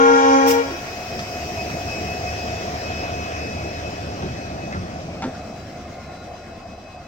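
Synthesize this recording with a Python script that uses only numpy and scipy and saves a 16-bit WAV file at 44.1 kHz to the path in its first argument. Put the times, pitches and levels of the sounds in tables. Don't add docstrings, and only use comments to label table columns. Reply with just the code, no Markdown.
import sys
import numpy as np
from scipy import signal
from scipy.io import wavfile
from scipy.ndimage import uniform_filter1d, map_coordinates

SR = 44100
rng = np.random.default_rng(int(sys.argv[2]) if len(sys.argv) > 2 else 0)


def transcribe(u):
    v = np.clip(np.atleast_2d(u).T, -1, 1)
    q = np.round(v * 32767).astype(np.int16)
    wavfile.write(sys.argv[1], SR, q)


N = 311787
SHUT_S = 0.473


def amp(db):
    return 10 ** (np.asarray(db) / 20)


def evened(x):
    return x / np.sqrt(np.mean(x ** 2) + 1e-20)


def read_spectrum(points, hz):
    f, value = np.transpose(points)
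    return np.interp(np.log(hz + 1), np.log(f + 1), value)


def curves(rows, step=1):
    s, *cols = np.transpose(rows)
    t = np.arange(0, N + 2048, step)[:N] / SR
    return [np.interp(t, s, c) for c in cols]


def wander(count, n, rate_hz):
    knots = rng.standard_normal((n // 200 + 200, count, 2)) @ [1, 1j]
    knots = signal.lfilter(*signal.butter(2, rate_hz / (SR / 400)), knots, axis=0)[190:]
    knots = knots / np.sqrt(np.mean(abs(knots) ** 2))
    return np.array([np.interp(np.arange(n) / 200, np.arange(len(v)), v) for v in knots.T])


def resonate(x, hz, width):
    turn = np.exp(2j * np.pi * np.cumsum(hz * np.ones(x.shape[-1])) / SR)
    r = np.exp(-np.pi * width / SR)
    return 2 * (turn * signal.lfilter([1 - r], [1, -r], x / turn)).real


def rung(x, hz, width, second_width):
    return evened(resonate(resonate(x, hz, width), hz, second_width))


def noise(field_db, patchy_db, size=N, alike=0):
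    # frequency in Hz, left-right likeness from 0 to 1
    likeness = [(60, 0.99), (250, 0.98), (600, 0.84), (1400, 0.4), (3000, 0.1), (7000, 0.058),
                (15000, 0.11)]
    # frequency in Hz, left minus right in dB
    balance = [(60, -0.5), (180, 0), (550, 0.5), (1650, 1.5), (4970, 3.5), (15000, -3)]
    frames, hz = size // 256 + 5, np.fft.rfftfreq(1024, 1 / SR)
    a, b, c, d, patches = rng.standard_normal((frames, 513, 5)).T
    patches = evened(uniform_filter1d(uniform_filter1d(patches, 10, 0), 12, 1))
    same = read_spectrum(likeness, hz)[:, None]
    same = np.clip(same + alike * (1 - same), -1, 1)
    left = a + 1j * b
    z = np.array([left, same * left + np.sqrt(1 - same ** 2) * (c + 1j * d)])
    shape = amp(field_db(hz[:, None], frames))
    z *= shape / np.sqrt((shape ** 2).sum(0)) * amp(patchy_db * patches)
    z *= amp(np.array([.5, -.5])[:, None, None] * read_spectrum(balance, hz)[:, None])
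    return evened(signal.istft(z, nperseg=1024, noverlap=768)[1][:, :size])


def passing(nearest_s, level_db, before_s, after_s):
    t = np.arange(N) / SR - nearest_s
    return level_db - 10 * np.log10(1 + (t / np.where(t < 0, before_s, after_s)) ** 4)


def crank():
    crank_hz, fall_hz_per_s, crest_s = 4.53, .0057, 2.3
    turns = np.cumsum(crank_hz - fall_hz_per_s * np.arange(N) / SR) / SR
    return turns - turns[round(crest_s * SR)]


def turned_share():
    turn_s, turning_s = 4.9, 0.43
    return np.clip((np.arange(N) / SR - turn_s) / turning_s, 0, 1)


def from_side(ports, lead_s):
    late = map_coordinates(ports[1], [np.arange(N) - SR * lead_s], order=5, mode="nearest")
    return np.array([ports[0], late])


def roar():
    # time in seconds, roar level in dB, rumble change in dB, treble change in dB
    course = [(0, -34.5, -27, -11), (.58, -32, -14, -2), (.72, -32.5, -2, 2), (1.9, -29.5, 0, -1.5),
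              (3, -29.5, -1.5, -5), (5.1, -32, 4, -3.5), (5.6, -35, 1, 1.5), (7.07, -39.5, -2, 1.5)]
    # frequency in Hz, density in dB per Hz
    near_colour = [(25, -38.5), (55, -29), (85, -8), (180, -7.5), (500, -9), (760, -12.5), (900, -19.5),
                   (2300, -18), (4100, -29.5), (5300, -17), (8000, -35.5), (10500, -47.5), (14200, -38),
                   (15800, -33)]
    far_colour = [(25, -24), (55, -22), (87, -11), (200, -5.5), (450, -17.5), (720, 1.5), (880, -23.5),
                  (1200, -20), (2600, -33), (5600, -36), (8700, -47.5), (10800, -73.5), (14200, -58),
                  (15800, -60)]
    nearest_s, half_far_s = 1.73, 3.8
    chuff_db, chuff_turn = 3.5, .075
    abreast_same, abreast_at_s, abreast_for_s = 0.23, 3.16, 0.68
    level_db = curves(course)[0]
    _, rumble_db, treble_db = curves(course, step=256)
    swell_db = chuff_db * turned_share() * np.cos(4 * np.pi * (crank() - chuff_turn))
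    swell_db = np.pad(swell_db[::256], (0, 8), "edge")

    def field(hz, frames):
        away = (np.arange(frames) * 256 / SR - nearest_s) ** 2
        far = away / (away + half_far_s ** 2)
        rumble = np.exp(-np.log((hz + 1) / 200) ** 2 / .5) * rumble_db[:frames]
        chuff = np.exp(-np.log((hz + 1) / 700) ** 2 / 0.044) * swell_db[:frames]
        treble = treble_db[:frames] / (1 + (7500 / (hz + 1)) ** 4)
        colour = read_spectrum(near_colour, hz) * (1 - far) + read_spectrum(far_colour, hz) * far
        return colour + rumble + treble + chuff

    abreast = (np.arange(N // 256 + 5) * 256 / SR - abreast_at_s) / abreast_for_s
    return amp(level_db) * noise(field, 1.69, alike=abreast_same * np.exp(-abreast ** 2))


def reed(pitch_hz, hold_db, fade, stall_s, pan_db, echo_db, sway, bell, size, scatter=0.21, rough=0.035):
    stall_db_per_s = 465
    dull_per_db = 0.5
    rise_per_db = .0012
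    echo_pitch, echo_t60_s, echo_tilt_db, echo_top_hz = 1.013, 1.37, 8.5, 3900
    t, (sway_s, sway_db, width_s) = np.arange(size) / SR, sway
    drop_db = fade * np.maximum(t - SHUT_S, 0)
    level_db = hold_db - drop_db - stall_db_per_s * np.maximum(t - stall_s, 0)
    hz = pitch_hz * (1 + rise_per_db * np.minimum(drop_db, 20))
    db, drift_db = np.transpose(bell)[:, :, None]
    k = np.arange(1, len(bell) + 1)[:, None]
    db = db + drift_db * (np.minimum(t, SHUT_S) - SHUT_S / 2)
    sway_db = sway_db * np.exp(-((t - sway_s) / width_s) ** 2) / k ** 0.34
    direct = amp(level_db + sway_db - dull_per_db * drop_db * np.log2(k))
    direct = direct * np.exp(2j * np.pi * k * np.cumsum(hz) / SR)
    direct *= np.exp(1j * 0.333 * k ** 2)
    r = 10 ** (-6 / (echo_t60_s * SR))
    echo = np.sqrt(signal.lfilter([1 - r], [1, -r], amp(2 * level_db)))
    echo = echo * amp(echo_db + echo_tilt_db * np.log2(k)) / (1 + (k * pitch_hz / echo_top_hz) ** 4)
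    echo = echo * np.exp(2j * np.pi * k * echo_pitch * pitch_hz * t)
    ports, shared = [], wander(len(k), size, 5.4)
    for side in (.5, -.5):
        paths = 1 + 0.24 * shared + scatter * np.minimum(k - .8, 4) ** .5 * wander(len(k), size, 4.4)
        paths += rough * np.sqrt(k) * wander(len(k), size, 90.)
        both = direct * paths + echo * wander(len(k), size, 10.4)
        ports.append(np.sqrt(2) * amp(side * pan_db) * (amp(db) * both).real.sum(0))
    return np.array(ports)


def horn():
    # level in dB, drift in dB per s as the bell moves past
    low_bell = [(0, -2.5), (-8, 14.5), (-1.5, 2), (-4.5, -16), (-8, -16), (-13, -16), (-23, 2), (-20, -8),
                (-28, -6), (-37, -7), (-31, -6), (-26, -8)]
    high_bell = [(1.5, -4), (-6.5, -6), (-7.5, -22.5), (-18, 2), (-18, -4), (-26.5, -4), (-26.5, -7),
                 (-30, -5.5)]
    reed_hz = (270.4, 466.6)
    # level in dB before the bell, fade in dB per s once the valve shuts,
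    # stall time in seconds, left minus right in dB, echo level in dB
    reed_rows = [(-20, 56, 0.72, -0.5, -25.5), (-18, 14, 0.608, 5, -22)]
    # time in seconds, change in dB, width in seconds
    sways = [(.36, 4.5, 0.049), (0.372, -10.5, 0.052)]
    # frequency in Hz, density in dB per Hz
    leak_colour = [(2500, -26), (4300, -8.5), (5000, -6), (6200, 2), (7200, -12.5), (9000, -30)]
    vent_colour = [(1500, -18), (2300, -6), (3400, -11), (4100, -19.5), (5200, -6), (9000, -14.5),
                   (10800, -20.5), (13800, -10), (15800, -8)]
    leak_db, leak_rise_db, leak_fade_db_per_s = -35, 2, 95
    vent_db, vent_rise_s, vent_hold_s, vent_fade_db_per_s = -23, 0.021, 0.041, 405
    tail_db, tail_fade_db_per_s = -16, 133
    n = round(1.5 * SR)
    reeds = zip(reed_hz, reed_rows, sways, (low_bell, high_bell))
    tone = sum(reed(hz, *row, sway, bell, size=n) for hz, row, sway, bell in reeds)
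    mixed = 0.21 * tone ** 2
    mixed = mixed - uniform_filter1d(mixed, 600)
    since = np.arange(n) / SR - SHUT_S
    opened = np.clip(since / vent_rise_s + .5, 0, 1)
    fading = np.maximum(since - vent_hold_s, 0)
    leak = amp(leak_db + leak_rise_db * opened - leak_fade_db_per_s * fading)
    leak = leak * noise(lambda hz, frames: read_spectrum(leak_colour, hz), 2.6, size=n)
    vent = amp(-vent_fade_db_per_s * fading) + amp(tail_db - tail_fade_db_per_s * fading)
    vent = opened * amp(vent_db) * vent
    vent = vent * noise(lambda hz, frames: read_spectrum(vent_colour, hz), 2.3, size=n)
    return np.pad(tone + mixed + leak + vent, ((0, 0), (0, N - n)))


def crack(x, clank_hz):
    dull = np.clip(.8 - .8 * np.log2(clank_hz / 1000), 0, .9)
    thinned = signal.sosfilt(signal.butter(1, 400, "hp", fs=SR, output="sos"), x)
    return signal.lfilter([1], [1, -dull], thinned)


def knocks():
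    # start in seconds, thud level in dB, thud pitch in Hz, thud time scale in
    # seconds, clank level in dB, pitch the clank favours in Hz, crack level in dB
    joints = [(0.706, -23.5, 345, 0.056, -54, 1000, -41), (1.192, -28.5, 198, 0.03, -42, 1750, -31.5),
              (1.699, -25, 139, 0.037, -46, 1000, -43), (1.737, -22, 153, 0.017, -59, 1000, -55),
              (3.24, -42, 200, 0.03, -52, 1400, -39), (4.223, -18, 187, 0.055, -38.5, 900, -48),
              (4.286, -22.5, 128, 0.043, -47, 900, -53), (4.724, -28, 184, 0.11, -37.5, 1940, -44),
              (4.745, -23, 90.5, 0.11, -36, 1350, -53), (5.222, -24, 206, 0.032, -32, 1140, -44),
              (5.240, -19, 258.4, 0.051, -37, 800, -48)]
    # pitch in Hz, level in dB, approximate ring time to -60 dB in seconds
    rail = [(762, 6.5, 0.04), (883, 1, 0.056), (1353, 0, 0.1), (1760, -6, 0.05), (2030, -4, 0.03)]
    rattle_s, strike, strike_s = 0.026, 2.2, 0.002
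    out, t = np.zeros(N + SR), np.arange(SR // 2) / SR
    low_pass = signal.butter(6, 6500, fs=SR, output="sos")
    shakes = rng.standard_normal((len(joints), len(t)))
    for (s, thud_db, hz, length, clank_db, clank_hz, crack_db), shake in zip(joints, shakes):
        swell = t / length * np.e * 1.15
        swell = swell * np.exp(-2.5 * t / length) * np.exp(-(t / length / 1.7) ** 4)
        shudder = np.cos(2 * np.pi * hz * t) + 0.38 * np.cos(4 * np.pi * hz * t)
        shudder += 0.59 * rung(shake, hz, hz * 1.3, hz * 1.3)
        rattle = signal.sosfilt(low_pass, shake)
        rattle = rattle * (np.exp(-(t / rattle_s) ** 2) + strike * np.exp(-t / strike_s))
        ring = 0
        for f, db, ring_s in rail:
            favour_db = -24 * np.log2(f / clank_hz) ** 2
            ring = ring + amp(db + favour_db) * resonate(rattle, f, 2.0 / ring_s) * np.sqrt(ring_s)
        clank = amp(clank_db) * ring / np.sqrt(np.mean(ring[:2200] ** 2))
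        clank = clank + amp(crack_db) * crack(rattle, clank_hz)
        out[round(s * SR):][:len(t)] += amp(thud_db) * swell * shudder + clank
    return out[:N]


def whine(turns):
    # time in seconds, level in dB before the balance
    mesh_course = [(0, -53), (.72, -48), (.8, -44), (1.53, -42), (1.61, -32), (1.69, -45), (1.95, -36),
                   (2.16, -35.5), (2.21, -49), (2.27, -36), (2.62, -40), (2.72, -52), (2.9, -37.5),
                   (3.9, -40.5), (4.2, -50), (4.45, -45), (4.56, -51.5), (4.65, -40.5), (4.85, -57),
                   (5.2, -52), (5.9, -59), (6.4, -55.5), (7.07, -52.5)]
    # time in seconds, level in dB before the wavering
    upper_course = [(2, -55), (4.5, -57), (5.1, -66), (5.57, -59), (5.85, -65), (6.17, -58.5), (6.7, -67),
                    (7.07, -63)]
    # pitch in Hz, width in Hz of each of two resonances, level in dB,
    # start and end in seconds of the time it stands out
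    whistles = [(1065, 30, -57, 5.5, 7.5), (1421, 20, -53, 5.58, 6.76), (2110, 170, -50.5, 5.54, 6.42),
                (4860, 110, -62.5, 5.9, 7.4)]
    mesh_hz, creep_hz, settled_s = 2543, 18, 3.5
    upper_hz, upper_fall_hz_per_s = 4040, 6.7
    balance_db = np.array([[1.], [-3.]])
    breeze, t = rng.standard_normal(N), np.arange(N) / SR
    speed = 1 + .0044 * np.sin(2 * np.pi * turns) + .0013 * wander(1, N, 14.)[0].real
    mesh = np.cumsum((mesh_hz + creep_hz * np.minimum(t / settled_s, 1)) * speed) / SR
    upper = np.cumsum((upper_hz - upper_fall_hz_per_s * t) * speed) / SR
    mesh_fade = .95 + .3 * wander(2, N, 22.) + .42 * wander(1, N, 15.)
    upper_fade = .8 + 0.75 * wander(2, N, 12.0)
    out = np.sqrt(2) * amp(curves(mesh_course)[0] + balance_db) * (mesh_fade * np.exp(2j * np.pi * mesh)).real
    out += np.sqrt(2) * amp(curves(upper_course)[0]) * (upper_fade * np.exp(2j * np.pi * upper)).real
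    for f, width, faint_db, s, end in whistles:
        swell = np.clip(np.minimum(t - s, end - t) / 0.53, .2, 1)
        out += amp(faint_db) * swell * rung(breeze, f, width, width)
    return out


def engine(turns):
    # crank order in cycles per turn, relative level in dB
    exhaust_orders = [(15, -6), (16, 1.5), (17, 10), (19, 0.5), (20, -5.5), (21, 0.5), (23, 7)]
    # pitch in Hz, first resonance width in Hz, relative level in dB
    casing = [(665.5, 26, 4), (710.7, 23.2, 6)]
    bank_db = -56.5
    exhaust_db = passing(nearest_s=2.5, level_db=-35, before_s=1, after_s=2)
    clatter_db = passing(nearest_s=2, level_db=-33, before_s=0.92, after_s=1.5)
    exhaust = 0
    for k, db in exhaust_orders:
        early = 0.2504 * (k > 18)
        exhaust = exhaust + amp(db) * np.cos(2 * np.pi * k * (turns + early))
    pattern = rng.standard_normal(2001)
    lumps = amp(1.7 * evened(uniform_filter1d(rng.standard_normal(N), 900)))
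    taps = 0.49 * np.interp(turns % 1 * 2000, np.arange(2001), pattern)
    taps = taps + 0.54 * rng.standard_normal(N) + 0.2 * rng.standard_normal((2, N))
    clatter = sum(amp(db) * rung(taps * lumps, hz, width, 3 * width) for hz, width, db in casing)
    bank = amp(bank_db) * np.sqrt(2) * np.cos(2 * np.pi * 8 * turns)
    return bank + amp(exhaust_db) * evened(exhaust) + amp(clatter_db) * evened(clatter)


def scene():
    side_lead_s = 0.000379
    enter_s, abreast_s = 0.4, 3.3
    body_share = 0.88
    t = np.arange(N) / SR
    lead_s = side_lead_s * (1 - turned_share())
    crossing = body_share * np.clip((t - enter_s) / (abreast_s - enter_s), 0, 1)
    wheels = (crossing + body_share) / 2
    turns = crank()
    out = from_side(horn() + whine(turns), lead_s)
    out += from_side(engine(turns), lead_s * crossing)
    return out + from_side(roar() + knocks(), lead_s * wheels)


def record(dry):
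    edge_hz = 15900
    dry = dry / (1 + (abs(dry) / .9) ** 4) ** .25
    low_pass = signal.firwin(1501, edge_hz, window=("kaiser", 9), fs=SR)
    return signal.oaconvolve(dry, low_pass[None], "same")


dry = scene()
out = record(dry)
transcribe(out)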